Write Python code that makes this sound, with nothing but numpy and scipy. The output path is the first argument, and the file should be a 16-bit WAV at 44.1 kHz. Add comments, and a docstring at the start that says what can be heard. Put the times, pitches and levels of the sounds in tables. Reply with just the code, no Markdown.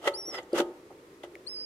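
"""Nest box with nestlings begging inside: two thin, wavering peeps over quiet outdoor air.
Peeps are near-pure gliding whistles with a weak octave and a breathy rasp; air is coloured noise.
Scuffs are dense stick-slip clicks, bumps ring the modes of the wood, and the hollow rings on after both.
Snapping straws are tiny decaying bursts of narrow-band noise."""
import sys
import numpy as np
from scipy import signal
from scipy.fft import rfft, irfft
from scipy.io import wavfile
from scipy.ndimage import uniform_filter1d

SR = 44100
rng = np.random.default_rng(int(sys.argv[2]) if len(sys.argv) > 2 else 0)


def dump_mix(stems):
    """Bounce the given channels to the path in sys.argv[1] as a 16-bit WAV at rate SR."""
    frames = np.atleast_2d(stems).T  # one column per channel
    limited = np.clip(frames, -1, 1)  # hard clip at full scale
    pcm = np.round(limited * 32767).astype(np.int16)
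    wavfile.write(sys.argv[1], SR, pcm)


N = 72765

# stereo width of the box's sounds: (frequency [Hz], side minus mid [dB])
BOX_WIDTH = [(100, -27), (520, -28), (800, -11.5), (1300, -2.5), (3500, 1.5), (12000, -2)]


def undb(db):
    """Decibels to amplitude gain."""
    return 10 ** (np.asarray(db) / 20)


def unit(x):
    """Scale to an rms of 1."""
    return x / np.sqrt(np.mean(x ** 2))


def walk(rate_hz):
    """Random drift with an rms of 1: white noise averaged twice over 1 / rate_hz."""
    window = int(SR / rate_hz)
    once = uniform_filter1d(rng.standard_normal(N), window)
    return unit(uniform_filter1d(once, window))


def colour(x, points):
    """Filter by a curve of (Hz, dB) points, interpolated over log frequency."""
    hz, db = np.array(points, float).T
    bin_hz = np.fft.rfftfreq(N, 1 / SR) + 1  # + 1 avoids log(0)
    gain = undb(np.interp(np.log(bin_hz), np.log(hz), db))
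    return irfft(rfft(x) * gain, N)


def spread(pair, width):
    """Left and right from a mid and a side signal, the side weighted by frequency."""
    mid, side = pair[0], colour(pair[1], width)
    return np.array([mid + side, mid - side])


def band(x, hz, kind, order):
    """Butterworth filter, output at an rms of 1."""
    sos = signal.butter(order, hz, kind, fs=SR, output="sos")
    return unit(signal.sosfilt(sos, x))


def ring(modes, size=N // 4):
    """Exponentially decaying modes, one complex row each."""
    t = np.arange(size) / SR
    return np.array([undb(db - 60 * t / t60_s) * np.exp(2j * np.pi * hz * t) for hz, db, t60_s in modes])


def through(x, response):
    """Pass a sound through an impulse response by convolution."""
    return signal.fftconvolve(np.atleast_2d(x), np.atleast_2d(response), axes=1)[:, :N]


def air():
    """Quiet outdoor air: coloured noise whose level flickers slightly."""
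    # noise spectrum: (frequency [Hz], relative density [dB per Hz])
    air_spectrum = [(15, -64), (25, -16.5), (99, -7), (183, -8), (227, -8), (267, -4.5), (331, 4),
                    (469, 1.5), (582, -6.5), (762, -16), (1020, -14), (1140, -13.5), (1620, -19),
                    (1900, -16.5), (3000, -23.5), (13400, -34), (14300, -43)]
    # stereo width: (frequency [Hz], side minus mid [dB])
    air_width = [(60, -16), (500, -20), (800, 1), (2000, -1), (12000, -0.5)]
    level_db, flicker_db = -53.5, .5
    noise = unit(colour(rng.standard_normal((2, N)), air_spectrum))
    return spread(noise, air_width) * undb(level_db + flicker_db * walk(30))


def scuffs():
    """Stick-slip clicks swell and die with each stroke's pressure; the straw catches and lets go."""
    # strokes: (peak time [s], rise [s per 20 dB], fall [s per 20 dB],
    #           bass, low middle, upper middle, treble, rim resonance [relative dB])
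    strokes = [(0.062, 0.051, 0.067, -46.5, -37.5, -42.5, -52.5, -59),
               (0.078, 0.012, 0.016, -40.5, -26, -28.5, -40.5, -29.5),
               (0.287, 0.029, 0.075, -46, -48.5, -62, -64, -64),
               (0.346, 0.026, 0.063, -60, -43.5, -44, -54, -46),
               (0.385, 0.015, 0.021, -42, -36.5, -43, -61, -48),
               (0.562, 0.031, 0.023, -30, -32.5, -39, -50, -55),
               (0.587, 0.028, 0.029, -41, -30, -32, -39, -53),
               (0.604, 0.017, 0.021, -28, -26.5, -34, -47.5, -54),
               (0.908, 0.011, 0.042, -51.5, -50, -74, -87, -72),
               (1.237, 0.0045, 0.03, -49, -46, -49, -57.5, -58)]
    # colour of the rubbed surface: (frequency [Hz], level [dB])
    surface = [(70, -42), (150, -18), (220, -16.5), (330, 2.5), (550, -6.5), (900, -11.5), (1020, -17),
               (1300, -8), (1750, -16), (2000, -14.5), (2350, -21), (3000, -11.5), (4000, -21), (6500, -18),
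               (9000, -23), (13400, -27), (14000, -51)]
    grains_per_s, grain_spread_db = 5000, 1
    bass_hz, middle_hz, treble_hz = 454, 1068, 3860  # band edges
    rim_hz, rim_width_hz = 2010, 230
    catch_db, catch_hz = 1.2, 450
    t = np.arange(N) / SR

    hits = rng.random(N) < grains_per_s / SR
    grain_db = grain_spread_db * np.minimum(rng.exponential(size=N), 3)
    slips = hits * undb(grain_db) * rng.choice([-1., 1.], (2, N))
    grit = colour(slips, surface)
    parts = [
        band(grit, bass_hz, "low", order=3),
        band(grit, [bass_hz, middle_hz], "band", order=3),
        band(grit, [middle_hz, treble_hz], "band", order=3),
        band(grit, treble_hz, "high", order=3),
        band(grit, [rim_hz - rim_width_hz / 2, rim_hz + rim_width_hz / 2], "band", order=2),
    ]
    rubbing = 0
    for peak_s, rise_s, fall_s, *levels_db in strokes:
        pressure = undb(-20 * np.maximum((peak_s - t) / rise_s, (t - peak_s) / fall_s))
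        mix = sum(undb(db) * part for db, part in zip(levels_db, parts))
        rubbing = rubbing + pressure * mix
    catching = undb(catch_db * walk(catch_hz))
    return spread(rubbing * catching, BOX_WIDTH)


def bumps():
    """Soft pushes and hard ticks ring the wood; the struck spot sets the mix; deep bass barely radiates."""
    # knocks and ticks: (start [s], level [dB], contact [s], extra for the lowest mode [dB],
    #                    tilt of the modes [dB per octave])
    knocks = [(0.0617, -36, .0006, -3, 0), (0.0712, -22, .0003, 0, 1), (.0782, -25, .00025, -2, 4),
              (.0835, -33, .0003, 0, 3), (.286, -45, .002, 3, 0), (.326, -44, .0005, -6, 2),
              (.349, -47, .0003, -8, 5), (.381, -33, .0007, -10, 0), (.3872, -38, .0002, -8, 4),
              (0.5294, -14, .0017, 0, 0), (0.5581, -22, .0018, 0, 0), (0.595, -23, .0014, 4, 0),
              (0.6174, -27, .0019, 4, 0), (0.714, -41, .0016, 0, 0), (0.904, -44, .00085, -2, 0),
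              (1.2345, -46, .00015, -2, 4.5), (1.2352, -34, .0013, 4, 0), (1.2695, -44, .0016, 3, 0),
              (1.358, -45, .0012, 0, 0)]
    # modes of the wooden box: (frequency [Hz], level [dB], t60 [s])
    wood = [(352, -3, .12), (484, 0, .05), (562, 0, .05), (665, -6, .04), (795, -4, .04), (1270, -13, .04),
            (1985, -8, .045), (2720, -18, .045), (3320, -17, .035), (4880, -26, .03)]
    tilt_pivot_hz, highpass_hz = 500, 250
    t = np.arange(N) / SR
    modes = ring(wood)
    index = np.arange(len(wood))
    octaves = np.log2(np.array(wood)[:, 0] / tilt_pivot_hz)
    ringing = 0
    for start_s, db, contact_s, lowest_db, tilt_db in knocks:
        push = np.sin(np.pi * np.clip((t - start_s) / contact_s, 0, 1))
        # neighbouring modes swing in opposite directions
        gains = (-1) ** index * undb(db + lowest_db * (index == 0) + tilt_db * octaves)
        knock = np.sum(gains[:, None] * modes, axis=0)
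        # mid and side are a quarter cycle apart
        ringing = ringing + through(push / push.sum(), [knock.imag, knock.real])
    sos = signal.butter(2, highpass_hz, "high", fs=SR, output="sos")
    return signal.sosfilt(sos, spread(ringing, BOX_WIDTH))


def box(x):
    """The hollow's resonances ring on after each contact, with a faint dull echo of decaying noise."""
    # resonances of the hollow: (frequency [Hz], level [dB], t60 [s])
    hollow_modes = [(350, -8, .38), (376, -1, .5), (581, -4, .3), (619, 3, .42), (678, -6, .45),
                    (764, 4, .25), (813, -5, .5), (845, 0, .25), (892, 5, .45), (1253, -3, .35),
                    (1302, 0, .38)]
    hollow_peak_db = 7.5
    echo_db, echo_t60_s = -27.5, 0.54
    t = np.arange(N) / SR
    hollow = ring(hollow_modes).real.sum(axis=0)
    hollow = hollow / np.abs(rfft(hollow)).max()  # peak gain of 1
    dull = colour(rng.standard_normal((2, N)), [(900, 5.0), (2500, -13.0), (8000, -13)])
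    echo = spread(dull, BOX_WIDTH) * undb(-60 * t / echo_t60_s)
    echo = echo / np.sqrt(np.sum(echo ** 2) / 10)
    return x + undb(hollow_peak_db) * through(x, hollow) + undb(echo_db) * through(x, echo)


def peep(curve, overtone_db):
    """Near-pure whistle, weak octave and rasp; standing waves shift its stereo place with pitch."""
    # how a pitch reaches the two ports: (frequency [Hz], left minus right [dB], left lead [rad])
    ports = [(4160, 18, 1.6), (4330, 4, 1.9), (4550, 16, 4.1), (4950, -6, 3.4), (5030, -5, 3.7),
             (5270, -7, 2.6), (5400, 1, 0.98)]
    attack_s, release_s = 0.0048, 0.024
    jitter, shimmer_db = .002, .4  # jitter as a fraction of pitch
    rasp_start_db, rasp_end_db, sweep_s = -23, -43, 0.063
    t = np.arange(N) / SR
    s, hz, db = np.array(curve, float).T

    glide_hz = uniform_filter1d(np.interp(t, s, hz), size=300)
    pitch_hz = glide_hz * (1 + jitter * walk(440))
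    phase = 2 * np.pi * np.cumsum(pitch_hz) / SR
    fade_in = np.clip((t - s[0]) / attack_s + 1, 0, 1)
    fade_out = np.clip((s[-1] - t) / release_s + 1, 0, 1)
    loud = (fade_in * fade_out) ** 2 * undb(np.interp(t, s, db) + shimmer_db * walk(270))

    port_hz, port_db, port_lead_rad = np.array(ports).T
    sides = np.array([[.5], [-.5]])  # left, right
    gains = undb(sides * np.interp(pitch_hz, port_hz, port_db))
    gains = gains / np.sqrt(np.mean(gains ** 2, axis=0))
    tone = gains * np.sin(phase + sides * np.interp(pitch_hz, port_hz, port_lead_rad))

    overtone_s = np.linspace(s[0], s[-1], len(overtone_db))
    octave = undb(np.interp(t, overtone_s, overtone_db)) * np.sin(2 * phase + sides)
    rasp_db = np.interp(t, [s[0], s[0] + sweep_s], [rasp_start_db, rasp_end_db])
    breath = np.array([walk(3000), walk(3000)])
    rasp = undb(rasp_db) * breath * np.sin(phase)
    return np.sqrt(2) * loud * (tone + octave + rasp)


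def straws():
    """Snapping straws: tiny dry ticks of decaying noise, each around its own pitch."""
    # snaps: (time [s], pitch [Hz], level [dB], t60 [s])
    snaps = [(.431, 6900, -47.5, 0.0074), (0.53, 4700, -40.5, 0.018), (0.531, 8350, -42, 0.011),
             (1.233, 3200, -45.5, 0.052), (1.354, 2120, -40, 0.012)]
    width = 0.074  # band edges: pitch divided and multiplied by 1 + width
    t = np.arange(N) / SR
    ticks = 0
    for start_s, hz, db, t60_s in snaps:
        noise = rng.standard_normal((2, N))
        crackle = band(noise, [hz / (1 + width), hz * (1 + width)], "band", order=2)
        decay = undb(db - 60 * np.abs(t - start_s) / t60_s)
        ticks = ticks + crackle * (t >= start_s) * decay
    return ticks


def scene():
    """Sum of air, contacts with the box, two peeps and straws."""
    # pitch curves of the peeps: (time [s], pitch [Hz], level [dB])
    first_curve = [(0.137, 4280, -52), (0.14, 4430, -42), (0.153, 4849, -37), (0.168, 5250, -42),
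                   (0.185, 5611, -39), (0.203, 5591, -39), (0.229, 5319, -44), (0.243, 5296, -44),
                   (0.274, 5668, -40), (0.297, 5648, -40), (0.32, 5272, -44), (0.345, 5232, -45),
                   (0.374, 5000, -45), (0.388, 4720, -53)]
    second_curve = [(1.466, 4020, -52), (1.472, 4230, -36), (1.485, 4860, -39), (1.498, 5252, -40),
                    (1.514, 5330, -42), (1.536, 5140, -40), (1.553, 4950, -39), (1.598, 4910, -38),
                    (1.629, 5055, -39), (1.647, 4932, -39)]
    # octave against the fundamental at start, midway and end [dB]
    first_overtone_db, second_overtone_db = (-12.5, -17, -37), (-14, -26, -36)
    contacts = box(scuffs() + bumps())
    peeps = peep(first_curve, first_overtone_db) + peep(second_curve, second_overtone_db)
    return air() + contacts + peeps + straws()


def record(dry):
    """The recorder cuts the top: a steep elliptic low-pass."""
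    top_hz = 15750
    return signal.sosfilt(signal.ellip(8, .2, 70, top_hz, fs=SR, output="sos"), dry)


dry = scene()
out = record(dry)
dump_mix(out)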